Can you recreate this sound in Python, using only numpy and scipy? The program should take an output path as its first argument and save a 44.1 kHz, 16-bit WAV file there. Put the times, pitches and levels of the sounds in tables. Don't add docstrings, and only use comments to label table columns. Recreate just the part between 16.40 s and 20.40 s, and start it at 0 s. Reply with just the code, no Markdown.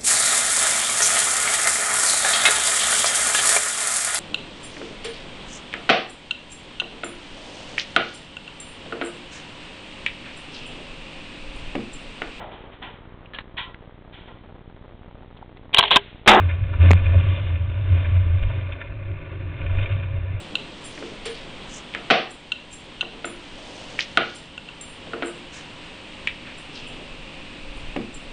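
import sys
import numpy as np
from scipy import signal
from scipy.fft import rfft, irfft
from scipy.io import wavfile
from scipy.ndimage import uniform_filter1d

SR = 44100
rng = np.random.default_rng(int(sys.argv[2]) if len(sys.argv) > 2 else 0)


def store_wav(level_fs):
    pcm = np.round(np.clip(np.atleast_2d(level_fs), -1, 1) * 32767)
    wavfile.write(sys.argv[1], SR, pcm.T.astype(np.int16))


N = 176400
TIME = np.arange(N) / SR

# (time [s], relative level [dB])
SHAKE_LEVEL = [(0,-16),(.16,-20.5),(.39,-19.5),(.415,-3),(.555,-6.5),(.6,-21),(.72,-15),(.78,-8),(.83,-18),(.9,-16),(1.0,-20.5),(1.48,-22.5),(1.53,-14),(1.67,-22),(1.79,-13.5),(1.95,-20.5),(2.18,-20.5),(2.26,-29),(2.5,-40.5),(2.69,-26.5),(2.8,-41),(3.0,-28),(3.19,-28.5),(3.39,-15.5),(3.46,-31),(3.54,-18),(3.68,-24),(4,-28.5)]
# (time [s], pitch [Hz])
BOOM_PITCH = [(0.0, 89), (0.12, 86.6), (0.23, 94.43), (0.41, 86.22), (1.04, 93.94), (1.09, 84.3),
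              (1.36, 88.65), (1.41, 98.9), (1.53, 90.23), (1.94, 86.46), (2.02, 97.5), (2.34, 88.2),
              (2.57, 104.7), (2.72, 92.95), (3.29, 89.6), (3.48, 98.1), (3.77, 90.35), (4.0, 94.8)]
# (pitch [Hz], width [Hz], relative level [dB])
UPPER_MODES = [(115.2, 14, -16.5), (151.9, 21, -24.5)]
# (time [s], relative level [dB])
ROLL_LEVEL = [(0,-35),(.18,-41),(.39,-39.5),(.43,-27),(.53,-26),(.61,-35),(.76,-34.5),(.97,-35.5),(1.25,-42),(1.43,-40),(1.55,-35.5),(1.92,-40),(2.12,-37.5),(2.55,-43.5),(3.15,-41.5),(3.44,-36),(3.66,-41),(4,-42.5)]
# (time [s], treble gain [dB])
ROAR_TREBLE = [(0,-1.5),(.7,-2.5),(.97,3.5),(1.3,-0.5),(2.2,-2),(2.55,-12.5),(3.1,-4.5),(3.45,0),(4,-7)]
# (pitch [Hz], width [Hz], gain for roar [dB], gain for rattles and grit [dB])
BODY_MODES = [(282.5,75,-6,-14),(383.5,60,-11,-14),(552.8,56,-6.5,-3.5),(639.4,77,-10.5,-9),(982,92,-15,-9.5),(1154,100,-11.5,-18.5),(1480,190,-11,-7.5),(1746,140,-13,-9),(2148,190,-12,-6.5),(2429,150,-10.5,-4),(2676,170,-12.5,-11),(2870,140,-14.5,-16.5),(3156,190,-15,-14.5),(3542,190,-14,-13)]
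# (time [s], level [dB])
GUST_LEVEL = [(0,-33.5),(.33,-29.5),(.47,-21.5),(.85,-29.5),(1.05,-35.5),(1.45,-30.5),(1.75,-29),(2.05,-25.5),(2.4,-40.5),(2.7,-39),(3.15,-40.5),(3.33,-21.5),(3.6,-35.5),(4,-29.5)]
# (frequency [Hz], relative level [dB])
BUFFET_COLOUR = [(12,6),(25,-9.5),(45,3.5),(62,-0.5),(85,1.5),(130,-13),(220,-40.5)]
# (frequency [Hz], relative level [dB])
RUSH_COLOUR = [(200,-6),(450,11.5),(850,6),(1500,2.5),(2400,5.5),(3200,-9.5),(4200,-3.5)]
# (time [s], length [s], relative level [dB], brightest pitch [Hz])
RATTLE_CUES = [(0.085,0.049,-31.5,2000),(0.236,0.0037,-40,1900),(0.33,0.014,-31.5,1170),(0.405,.02,-31.5,1690),(0.463,0.024,-33,2260),(0.508,.045,-36,2170),(.562,.02,-28,2380),(0.657,.012,-31.5,2375),(0.729,.03,-30.5,702),(0.849,.015,-44.5,2346),(0.941,.055,-36.5,3400),(1.154,0.0098,-38,2470),(1.645,0.033,-33.5,1840),(2.024,.02,-33.5,2742),(2.097,0.018,-31,910),(2.32,.02,-34,2840),(2.401,.006,-37,2320),(2.412,0.011,-31,1930),(2.469,.008,-39.5,2500),(3.212,.008,-36.5,2500),(3.262,0.0062,-36,2530),(3.294,.009,-34.5,1600),(3.382,0.011,-29.5,2290),(3.406,.008,-33.5,2240),(3.423,0.023,-29,3620),(3.454,0.013,-32.5,2490),(3.509,0.03,-34,2800),(3.627,.02,-37.5,1780)]
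# (time [s], length [s], height [linear], pitch [Hz], low-pass cutoff [Hz])
CRACKLE_CUES = [(0.5082,.0006,0.76,800,3200),(.5140,.00115,0.65,2300,4500),(0.5332,.0002,0.55,2400,3260)]
# (pitch [Hz], width [Hz], level [dB])
HUM_TONES = [(153, 8.5, -46), (298, 14, -52.5), (347.4, 8.7, -53.5), (387, 20, -53.5)]


def from_db(db):
    return 10 ** (np.asarray(db) / 20)


def rms_one(x):
    return x / np.sqrt(np.mean(x ** 2) + 1e-20)


def curve(rows):
    return np.interp(TIME, *np.transpose(rows))


def drift(rate_hz):
    step, run_in = 20, 2000
    pole = np.exp(-2 * np.pi * step * rate_hz / SR)
    noise = rng.standard_normal(N // step + run_in + 2)
    slow = signal.lfilter([1], [1, -2 * pole, pole * pole], noise)[run_in:]
    return np.interp(np.arange(N) / step, np.arange(len(slow)), rms_one(slow))


def filtered(x, hz, kind, order=2):
    return signal.sosfilt(signal.butter(order, hz, kind, fs=SR, output="sos"), x + 1e-18)


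def resonate(x, hz, width):
    edges = [max(hz - width / 2, 10), hz + width / 2]
    return filtered(x, edges, "band") * np.sqrt(SR / 2 / width)


def ringing_noise(hz, width):
    return rms_one(resonate(rng.standard_normal(N + SR // 2), hz, width)[SR // 2:])


def coloured_noise(colour):
    hz, db = np.transpose(colour)
    bins = np.maximum(np.arange(N // 2 + 1) * SR / N, 1)
    eq = from_db(np.interp(np.log(bins), np.log(hz), db))
    roll_off = np.minimum(1, np.minimum(bins / hz[0], hz[-1] / bins)) ** 2
    return rms_one(irfft(rfft(rng.standard_normal(N)) * eq * roll_off, N))


def impacts(per_s, spread_db):
    hits = rng.random(N) < per_s / SR
    return rms_one(hits * from_db(spread_db * rng.standard_normal(N)))


def chassis_boom():
    wander_hz, looseness, distortion_amount = 1.99, 0.39, 0.25
    trim_db, flutter_db = -1.5, 1.45
    phase = 2 * np.pi * np.cumsum(curve(BOOM_PITCH) + wander_hz * drift(10)) / SR
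    wobble = (1 + looseness * (drift(9.9) + 1j * drift(13))) / np.sqrt(1 + 2 * looseness ** 2)
    shake_db = curve(SHAKE_LEVEL)
    envelope = from_db(shake_db + trim_db + flutter_db * drift(8.2))
    boom = np.sqrt(2) * np.real(wobble * np.exp(1j * phase)) * envelope
    overtone = filtered(boom ** 2, 120, "high")
    upper = sum(from_db(db) * ringing_noise(hz, width) for hz, width, db in UPPER_MODES)
    rest_db, follow = -20, 0.54
    upper_gain = from_db(rest_db + follow * (shake_db - rest_db))
    return boom + distortion_amount * overtone + upper * upper_gain


def tyre_roar():
    trim_db, patch_db, grain_db, flicker_db = -4, 1.06, 2, 0.96
    treble_from_hz = 2850
    road = from_db(curve(ROLL_LEVEL) + trim_db + patch_db * drift(14) + grain_db * drift(180))
    treble_db = curve(ROAR_TREBLE)
    roar = np.zeros(N)
    for hz, width, db, _ in BODY_MODES:
        band = resonate(road * rng.standard_normal(N), hz, width)
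        roar += band * from_db(db + flicker_db * drift(12) + treble_db * (hz > treble_from_hz))
    return roar


def wind():
    lump_db, rush_trim_db = 2, -9.5
    buffet = coloured_noise(BUFFET_COLOUR) * from_db(curve(GUST_LEVEL) + lump_db * drift(8))
    rush = coloured_noise(RUSH_COLOUR) * from_db(curve(ROLL_LEVEL) + rush_trim_db)
    return buffet + rush


def grit_ticks():
    trim_db = -12.5
    ticks = impacts(per_s=180, spread_db=1.5) * from_db(curve(ROLL_LEVEL) + trim_db)
    return sum(from_db(db) * resonate(ticks * rng.standard_normal(N), hz, width)
               for hz, width, _, db in BODY_MODES)


def fitting_rattles():
    attack_s, release_s, focus_db_per_octave = 0.0017, 0.006, 10
    start, length, level_db, bright_hz = np.transpose(RATTLE_CUES)[:, :, None]
    attack = np.clip((TIME - start) / attack_s + 1, 0, 1)
    tail_age = TIME - start - length / 2
    envelopes = attack * np.exp(-np.clip(tail_age / (release_s + length / 10), 0, 20))
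    contacts = impacts(per_s=1600, spread_db=2)
    rattle = np.zeros(N)
    for hz, width, _, db in BODY_MODES:
        octaves_away = np.abs(np.log2(hz / bright_hz))
        strength = from_db(level_db + db - focus_db_per_octave * octaves_away)
        force = (strength * envelopes).sum(0) * contacts
        rattle += resonate(force * rng.choice([-1, 1], N), hz, width)
    return rattle


def limiter(x):
    threshold_db, release_db_per_s = -5.5, 88
    recovery_db = release_db_per_s * TIME
    over_db = np.maximum(20 * np.log10(np.abs(x) + 1e-9) - threshold_db, 0)
    duck_db = np.maximum.accumulate(over_db + recovery_db, axis=-1) - recovery_db
    return x * from_db(-uniform_filter1d(duck_db, size=300, axis=-1))


def overload_crackles(mix):
    snaps = np.zeros(N)
    for start, length, height, hz, cutoff_hz in CRACKLE_CUES:
        age = TIME - start
        gate = (age >= 0) & (age < length)
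        square = age * hz % 1 < 0.5
        snaps += filtered(height * gate * square, cutoff_hz, "low")
    polarity = np.tanh(mix / 0.02)
    return -snaps * polarity


def tyre_hum():
    start_s, end_s, fade_s = 2.39, 3.5, 0.31
    swell = np.clip(np.minimum(TIME - start_s, end_s - TIME) / fade_s, 0, 1)
    return swell * sum(from_db(db) * ringing_noise(hz, width) for hz, width, db in HUM_TONES)


def scene():
    return (chassis_boom() + tyre_roar() + wind() + grit_ticks() + fitting_rattles() + tyre_hum())[None]


def record(dry):
    microphone_top_hz, crackle_top_hz = 3954, 16000
    dull = filtered(limiter(dry), microphone_top_hz, "low", order=20)
    high_cut = signal.cheby2(12, 70, crackle_top_hz, fs=SR, output="sos")
    return signal.sosfilt(high_cut, dull + overload_crackles(dull))


dry = scene()
out = record(dry)
store_wav(out)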